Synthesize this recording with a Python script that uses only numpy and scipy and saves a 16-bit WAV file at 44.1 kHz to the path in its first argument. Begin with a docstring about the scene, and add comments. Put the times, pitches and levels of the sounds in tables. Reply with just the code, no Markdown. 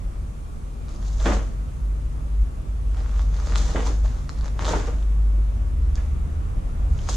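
"""A stiff cotton uniform rustles, snaps and slaps as an athlete blocks, kicks and punches on foam mats.
Weave rubs, folds flap and push air, creases pull taut, cloth hits a stopping limb; a low hall echoes it.
Behind: a deep hum swelling and fading in the hall's lowest mode, a far engine, one faint whistle,
ventilation. A small camera with two close microphone ports listens from a few metres."""
import sys
import numpy as np
from scipy import signal
from scipy.fft import rfft, irfft, next_fast_len
from scipy.io import wavfile
from scipy.ndimage import uniform_filter1d, map_coordinates

SR = 44100
rng = np.random.default_rng(int(sys.argv[2]) if len(sys.argv) > 2 else 0)


def file_out(sig):
    """Save sig as 16-bit WAV at sys.argv[1]."""
    # one column per channel
    cols = np.atleast_2d(sig).T
    # limit, then scale
    lim = np.clip(cols, -1, 1)
    pcm = np.round(lim * 32767).astype(np.int16)
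    wavfile.write(sys.argv[1], SR, pcm)


N = 315756

# Levels are relative; spectra are per Hz.
# cloth swishes: peak t/s, 20 dB rise/s, 20 dB fall/s (both floored at 2 ms), rub/dB, flap/dB
SWISHES = [(0.89, -0.06, 0.14, -51.5, -55), (1.03, 0.05, 0.4, -53, -57), (1.14, 0.3, 0.15, -50, -56),
           (1.205, 0.04, 0.3, -44, -43), (1.247, 0.0268, 0.06, -39.5, -34.5),
           (1.26, 0.0081, 0.13, -36, -24), (1.329, 0.0655, 0.0668, -37.5, -30.5),
           (1.389, -0.04, 0.09, -55, -38), (2.985, 0.13, 0.35, -54, -47), (3.145, 0.12, 0.07, -60, -49),
           (3.2, 0.2, 0.2, -51, -49), (3.345, 0.04, 0.4, -54, -48), (3.5, 0.29, 0.42, -45, -43),
           (3.575, 0.09, 0.41, -38, -38.5), (3.7, 0.06, 0.11, -46, -37.5), (3.757, -0.05, 0.18, -45, -30.5),
           (3.869, 0.0646, 0.1, -39, -34.5), (4.055, 0.03, 0.32, -49.5, -47), (4.3, -0.2, 0.15, -55, -55),
           (4.39, 0.1, -0.8, -58, -52), (4.46, 0.07, 0.07, -49.5, -44), (4.61, 0.04, 0.12, -45, -41),
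           (4.682, 0.0935, 0.137, -35.5, -30.5), (4.736, 0.0644, 0.2169, -41, -31),
           (4.88, 0.16, 0.07, -49, -38), (5.0, -0.5, 0.1, -56.5, -65), (5.971, 0.03, 0.2, -55.5, -47.5),
           (6.98, 0.16, 3, -55, -55), (7.095, 0.04, 0.15, -34, -43.5), (7.15, 0.13, -6, -41, -42.5)]
# weave on weave: f/Hz, level/dB
RUB_SPECTRUM = [(1180, -10.5), (2000, -17), (2800, -5), (3450, -2), (4600, 1), (5500, 1.5), (6470, 5),
                (7520, 0), (8180, -8.5), (9760, -11.5), (11200, -31), (13800, -22), (14800, -50)]
# folds slapping: f/Hz, level/dB
FLAP_SPECTRUM = [(350, -27), (600, -6), (760, -5), (836, 0.5), (900, -4), (1080, -3), (1600, -6.5),
                 (2400, -13.5), (3500, -21), (4550, -47), (7700, -120)]
# sleeve and leg pushing air: f/Hz, level/dB
BILLOW_SPECTRUM = [(120, -6.5), (200, 3.5), (300, 0), (550, 0), (800, -9.5), (1500, -46), (3000, -120)]
# creases pulled taut: t/s, level/dB, body gain/dB, upper over lower band/dB, lower band f/Hz
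CREASE_SNAPS = [(0.884, -43, -4, -8, 4150), (0.961, -40, -24, -4, 5000), (1.028, -37, -5.5, 3, 3660),
                (1.201, -33, -8, -9, 3280), (2.9461, -48.5, 6, -5, 3900), (2.9705, -41.5, -8, -10, 3570),
                (3.004, -42, 2, -3, 4240), (3.0612, -47.5, 9, -3, 3600), (3.094, -48, 7, -3, 3600),
                (3.1418, -44, 0, 0, 3750), (3.162, -44.5, 4, -3, 3600), (3.1943, -43, 10, -4, 2605),
                (3.342, -42, 0, 0, 3560), (3.367, -35, -7, -3.5, 3650), (3.39, -40, -4, 2, 3660),
                (3.4003, -37, 1, -6, 4200), (3.46, -40, -4, 8, 3900), (3.4725, -35, 1, 0, 4050),
                (3.4855, -37, -1, -3, 4670), (3.498, -29, -9, 0, 4520), (3.509, -38, -9, -2, 5100),
                (3.5225, -35, 6, -2, 4350), (3.538, -38, 1, -5, 3570), (3.553, -27, -6, -2, 3510),
                (3.5579, -13.5, -10, 3, 3600), (3.594, -31, -6, 0, 3500), (3.805, -34, 3, 10, 3000),
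                (3.872, -33, -4, 8, 4650), (4.0462, -46, 3, -5, 3097), (4.0594, -38, 2, -5, 4460),
                (4.079, -42, -2, -9, 3420), (4.2933, -25, -4.5, -1, 4255), (4.3748, -42, -11, 0, 4270),
                (4.3894, -40, -7, -7, 4235), (4.4106, -36, -10, -7, 4130), (4.4297, -46, 0, -8, 4000),
                (4.4448, -31.5, -6, -2, 4520), (4.458, -34, -6, 9, 4370), (4.4808, -31, -6, 1, 3800),
                (4.593, -29, 4, 0, 3470), (4.6232, -29, 0.5, -2, 4500), (4.6468, -26, -2, -13, 3790),
                (4.6532, -22, -7, -9, 3500), (4.667, -25, 1, -11, 3450), (4.679, -24, -4.5, -5, 3400),
                (4.692, -19, -9, 0, 3640), (4.9849, -39, -12, -2, 3407), (5.027, -40, -15, 0, 3290),
                (5.9558, -26.5, -20, -3, 4750), (6.9906, -33, -15, -8, 2661), (7.0165, -37, -16, 5, 3470),
                (7.074, -45, 3, -4, 3600), (7.089, -19.5, -6.5, 7, 4822), (7.0944, -23, -21, 14, 4550),
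                (7.113, -32, -16, 12, 5200), (7.1267, -33, -10, 5, 4590)]
# cloth hitting a limb: t/s, level/dB, f/Hz, t60/s
LIMB_SLAPS = [(1.201, -31, 600, 0.016), (1.261, -18, 227, 0.063), (1.26, -19, 800, 0.032),
              (1.259, -29, 1660, 0.053), (1.256, -30.5, 3280, 0.044), (1.284, -18.5, 850, 0.072),
              (1.295, -15.5, 215, 0.09), (1.333, -21, 534, 0.058), (3.399, -31, 700, 0.018),
              (3.472, -26, 520, 0.019), (3.747, -19.5, 293.5, 0.061), (3.756, -19, 229, 0.1),
              (3.773, -22, 310, 0.1), (3.748, -21, 537, 0.08), (3.792, -21.5, 387, 0.037),
              (3.866, -27, 1000, 0.09), (3.9, -27, 400, 0.07), (4.045, -27, 747, 0.041),
              (4.679, -20.5, 944, 0.05), (4.71, -23, 524, 0.059), (4.734, -22, 910, 0.06),
              (4.76, -21, 400, 0.09), (4.878, -28, 480, 0.08), (5.972, -40, 1700, 0.12),
              (7.089, -26, 1150, 0.017), (7.091, -22, 520, 0.035)]
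# first echoes: delay/s, level/dB
ECHOES = [(.0065, -8), (.011, -16), (.0195, -18), (.027, -19), (.036, -20)]
# hall decay: f/Hz, t60/s
HALL_T60 = [(150, 1), (500, 0.19), (2000, 0.25), (6000, 0.59), (12000, 0.65)]
# lowest hall mode: t/s, f/Hz, level/dB
HUM_TRACK = [(0.0, 46.8, -32), (0.16, 50.46, -35), (0.82, 46.52, -37.5), (1.21, 50.6, -19.5),
             (1.31, 50.6, -19.5), (1.56, 49.12, -32), (1.62, 50.33, -24.5), (1.67, 49.9, -36.5),
             (1.99, 50.7, -19.5), (2.21, 50.7, -28.5), (2.43, 50.44, -16.5), (2.47, 50.13, -29),
             (2.65, 51.5, -28), (3.01, 49.3, -20.5), (3.63, 49.2, -19), (3.75, 50.53, -27),
             (4.03, 51.1, -16.5), (4.19, 51.8, -31.5), (4.55, 51.54, -23.5), (4.95, 50.33, -25.5),
             (5.08, 50.77, -16.5), (6.24, 49.04, -27.5), (6.3, 49.93, -36.5), (6.84, 52.1, -21),
             (7.04, 53.14, -39), (7.16, 52.84, -23)]
# engine pulling away twice, dropping back at the gear change: t/s, f/Hz, level/dB
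ENGINE_TRACK = [(0.0, 70.5, -47), (1.0, 66.8, -42), (1.7, 57.7, -61), (2.0, 59.5, -40), (2.3, 63, -36),
                (2.6, 65.87, -39), (3.3, 67.09, -28), (4.2, 69.95, -40), (4.35, 58.04, -41),
                (4.7, 60.1, -35), (5.3, 63.95, -36.5), (5.7, 67.95, -28), (6.15, 71.1, -24.5),
                (6.5, 73.21, -32), (7.16, 77.64, -35.5)]
# weaker engine tones: pitch ratio, level/dB
ENGINE_ORDERS = [(1.252, -16.5), (1.502, -38)]
# fan tones: f/Hz, width/Hz, level/dB
FAN_TONES = [(148.3, 4.6, -45), (230.2, 11, -55.5), (1133, 47, -66)]
# ventilation noise: f/Hz, level/dB
AIR_SPECTRUM = [(15, -35), (24, -4.5), (35, -8), (50, 3.5), (75, -9.5), (92, -14), (155, -26), (180, -27.5),
                (386, -38), (1040, -43.5), (1250, -44), (1600, -52), (2500, -55.5), (3500, -62.5),
                (4500, -63), (5400, -62.5), (6500, -60.5), (10400, -63), (14800, -76.5)]
# its likeness at the two ports: f/Hz, correlation
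AIR_CORRELATION = [(60, 0.93), (150, 1), (370, 0.31), (930, -0.55), (2320, 0.18), (5770, 0.21),
                   (14400, -0.257)]
# its low end: t/s, level/dB
RUMBLE_TRACK = [(0.0, -30.5), (0.4, -33.5), (1.3, -28.5), (1.9, -31), (3.2, -30), (4.4, -28), (5.2, -28.5),
                (6.7, -26.5), (7.16, -25)]


def cloth_rustle(flutter_db=1.5, flutter_per_s=70, pivot_db=-41.5, billow_slope=1.26):
    """Each swish rubs and flaps the loose cloth; harder flaps push more air."""
    powers = np.array([swell(*row[:3]) for row in SWISHES])
    rub_db, flap_db = np.transpose(SWISHES)[3:]
    billow_db = pivot_db + billow_slope * (flap_db - pivot_db)
    envelope = lambda db: np.sqrt(amp(db) ** 2 @ powers)
    rub = envelope(rub_db) * coloured(crackle(ticks_per_s=800, spread_db=4.0), RUB_SPECTRUM)
    flap = envelope(flap_db) * coloured(crackle(ticks_per_s=900, spread_db=1.5), FLAP_SPECTRUM)
    billow = envelope(billow_db) * coloured(rng.standard_normal(N), BILLOW_SPECTRUM)
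    flutter = lambda: amp(flutter_db * wobble(flutter_per_s))
    return flutter() * rub + flutter() * (flap + billow)


def crackle(ticks_per_s, spread_db, tick_share=0.3, width=0.51):
    """Tiny creases: uneven ticks over smooth noise that partly differs between ports."""
    ticks = (rng.random(N) < ticks_per_s / SR) * rng.standard_normal(N)
    ticks *= amp(spread_db * rng.standard_normal(N))
    smooth = rng.standard_normal(N) * np.sqrt(1 - width) + rng.standard_normal((2, N)) * np.sqrt(width)
    return unit(unit(ticks) * np.sqrt(tick_share) + smooth * np.sqrt(1 - tick_share))


def crease_snaps(fold_hz=1040, bright_hz=6400, edge_db=-28, top_hz=8100):
    """A crease pulls taut: a frayed jolt rings two bright bands over the fold's duller body."""
    out, t = np.zeros(N + 400), np.arange(400) / SR
    attack = (1 - np.exp(-t / 0.00012)) ** 2
    ring = lambda hz, width_hz: np.sin(2 * np.pi * hz * t) * np.exp(-np.pi * width_hz * t) * attack
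    for start_s, db, body_db, tilt_db, lower_hz in CREASE_SNAPS:
        fray = rng.standard_normal(len(t))
        jolt = 0.18 * fray * amp(-60 * t / 0.007)
        jolt[0] = 1
        body_hz = fold_hz * np.exp(0.14 * np.tanh(fray[0]))
        upper_hz = bright_hz * np.exp(0.05 * np.tanh(fray[1]))
        lower = amp(-tilt_db / 2) * ring(lower_hz, width_hz=1400)
        upper = amp(tilt_db / 2) * ring(upper_hz, width_hz=1600)
        bands = np.convolve(jolt, lower - upper)[:len(t)]
        # derivative: a small fold radiates no bass
        body = np.gradient(ring(body_hz, 0.46 * body_hz)) * SR / (2 * np.pi * body_hz)
        edge = amp(edge_db) * np.diff(jolt, prepend=0)
        out[round(start_s * SR):][:len(t)] += amp(db + 9.0) * (bands + amp(body_db + 4.5) * body + edge)
    soft_fibres = signal.butter(1, top_hz, output='sos', fs=SR)
    return signal.sosfilt(soft_fibres, out[:N])


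def limb_slaps(band_ratio=1.45, attack_s=0.00083):
    """Cloth hits a limb that stops hard: a short push plus a noise puff around its pitch."""
    out, t = np.zeros(N + SR), np.arange(SR // 4) / SR
    for start_s, db, hz, t60_s in LIMB_SLAPS:
        band = signal.butter(3, [hz / band_ratio, hz * band_ratio], 'bandpass', output='sos', fs=SR)
        puff = unit(signal.sosfilt(band, rng.standard_normal(len(t))))
        push = np.sin(2 * np.pi * hz * t)
        envelope = amp(db - 60 * t / t60_s) * (1 - np.exp(-t / attack_s))
        out[round(start_s * SR):][:len(t)] += envelope * (0.9 * push + 0.8 * puff)
    return out[:N]


def hall(x, tail_db):
    """Direct sound, echoes off mat, ceiling and walls, and a tail with frequency-dependent decay."""
    hz, t, noise = signal.stft(rng.standard_normal((2, SR * 3 // 4)), SR, nperseg=256)
    tail = signal.istft(noise * amp(-60 * t / along(HALL_T60, hz)[:, None]), SR, nperseg=256)[1]
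    response = np.pad(amp(tail_db) * tail / np.linalg.norm(tail[0]), ((0, 0), (300, 0)))
    for k, (delay_s, db) in enumerate(ECHOES):
        at = round(delay_s * SR)
        skew = 6 * (-1) ** k  # side echoes reach one port first
        response[[0, 1], [at + skew, at - skew]] += amp(db)
    return x + signal.fftconvolve(x, response, axes=1)[:, :N]


def hall_hum():
    """The hall's lowest mode swells and fades."""
    hz, db = curves(HUM_TRACK)
    return tone(hz, db + waver_db())


def far_engine():
    """A gliding, wavering drone with two weaker tones above it."""
    hz, db = curves(ENGINE_TRACK)
    smooth_db = uniform_filter1d(db, size=9000)
    orders = sum(tone(ratio * hz, smooth_db + order_db) for ratio, order_db in ENGINE_ORDERS)
    return tone(hz, db + waver_db()) + orders


def fan():
    """Wavering fan tones, independent at each port."""
    return sum(amp(db) * narrow_noise((2, N), hz, width_hz) for hz, width_hz, db in FAN_TONES)


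def whistle(peak_s=0.83, sigma_s=0.2, peak_db=-70):
    """A thin, unsteady tone that comes and goes once."""
    bell = np.exp(-((np.arange(N) / SR - peak_s) / sigma_s) ** 2 / 2)
    return amp(peak_db) * bell * narrow_noise(N, hz=2410, width_hz=8.1)


def ventilation(hiss_db, treble_db, patchy_db, hiss_slope=0.71):
    """Patchy air noise: swelling rumble, hiss that follows it, steady treble."""
    noise = signal.stft(rng.standard_normal((2, N)), nperseg=512)[2]
    patches = uniform_filter1d(rng.standard_normal(noise.shape[1:]), size=6, axis=0)
    patches = uniform_filter1d(patches, size=14, axis=1)
    pair = signal.istft(noise * amp(patchy_db * unit(patches)), nperseg=512)[1][:, :N]
    low = lambda hz: 1 / (1 + (hz / 170) ** 4)
    high = lambda hz: 1 - 1 / (1 + (hz / 3495) ** 4)
    rumble = air_band(pair, lambda hz: low(hz) * abs(1 - .7 * resonance(hz, 55, 30)))  # dip near the hum
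    hiss = air_band(pair, lambda hz: 1 - low(hz) - high(hz))
    treble = air_band(pair, high)
    rumble_db, = curves(RUMBLE_TRACK)
    follow_db = hiss_slope * (rumble_db - rumble_db.mean())
    return amp(rumble_db) * rumble + amp(hiss_db + follow_db) * hiss + amp(treble_db) * treble


def air_band(pair, band):
    """One band of air noise at both ports: alike in the bass, mostly unrelated in the treble."""
    def mid_side(hz):
        angle = np.arccos(np.clip(along(AIR_CORRELATION, hz), -1, 1)) / 2
        return band(hz) * amp(along(AIR_SPECTRUM, hz)) * [np.cos(angle), np.sin(angle)]
    mid, side = filtered(pair, mid_side)
    return unit(np.array([mid + side, mid - side]))


def amp(db):
    """dB to gain."""
    return 10 ** (np.asarray(db) / 20)


def unit(x):
    """x at rms 1."""
    return x / np.sqrt(np.mean(x ** 2) + 1e-20)


def along(points, hz):
    """Interpolate (f/Hz, value) points on a log axis."""
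    f, values = np.transpose(points)
    return np.interp(np.log(hz + 1), np.log(f + 1), values)


def curves(rows):
    """One per-sample curve for each column after t/s."""
    times_s, *columns = np.transpose(rows)
    return [np.interp(np.arange(N) / SR, times_s, column) for column in columns]


def filtered(x, response):
    """x through a complex frequency response."""
    size = next_fast_len(N + SR // 2)
    return irfft(rfft(x, size) * response(np.fft.rfftfreq(size, 1 / SR)), size)[..., :N]


def coloured(x, spectrum):
    """x shaped by a spectrum table, rms 1."""
    return unit(filtered(x, lambda hz: amp(along(spectrum, hz))))


def resonance(f, hz, width_hz):
    """Causal peak of gain 1."""
    return 1j * f * width_hz / (hz * hz - f * f + 1j * f * width_hz)


def narrow_noise(shape, hz, width_hz):
    """Noise heard as an unsteady tone, rms 1."""
    return unit(filtered(rng.standard_normal(shape), lambda f: resonance(f, hz, width_hz) ** 2))


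def tone(hz, rms_db):
    """Sine on pitch and level curves."""
    return np.sqrt(2) * amp(rms_db) * np.sin(2 * np.pi * np.cumsum(hz) / SR)


def swell(peak_s, rise_s, fall_s):
    """Power envelope, linear in dB: 20 dB per rise or fall time."""
    t = np.arange(N) / SR - peak_s
    return np.exp(np.log(100) * np.where(t < 0, t / max(rise_s, .002), -t / max(fall_s, .002)))


def wobble(knots_per_s):
    """Smooth random curve."""
    knots = rng.standard_normal(int(N * knots_per_s / SR) + 4)
    return map_coordinates(knots, [np.arange(N) * knots_per_s / SR])


def waver_db():
    """Random level drift of a drone."""
    return 1.45 * wobble(knots_per_s=9)


def scene():
    """The uniform in the hall over the building's noise."""
    uniform = hall(cloth_rustle() + crease_snaps() + limb_slaps(), tail_db=-7.0) * amp(-2.5)
    drones = (hall_hum() + far_engine()) * amp([[.25], [-.25]])  # near equal at both ports
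    return uniform + drones + fan() + whistle() + ventilation(hiss_db=-44, treble_db=-60.5, patchy_db=1.0)


def record(dry, limit_hz=14900):
    """Microphone presence peak and camera band limit."""
    return filtered(dry, lambda hz: (1 + .5 * resonance(hz, 3590, width_hz=640)) * (hz < limit_hz))


dry = scene()
out = record(dry)
file_out(out)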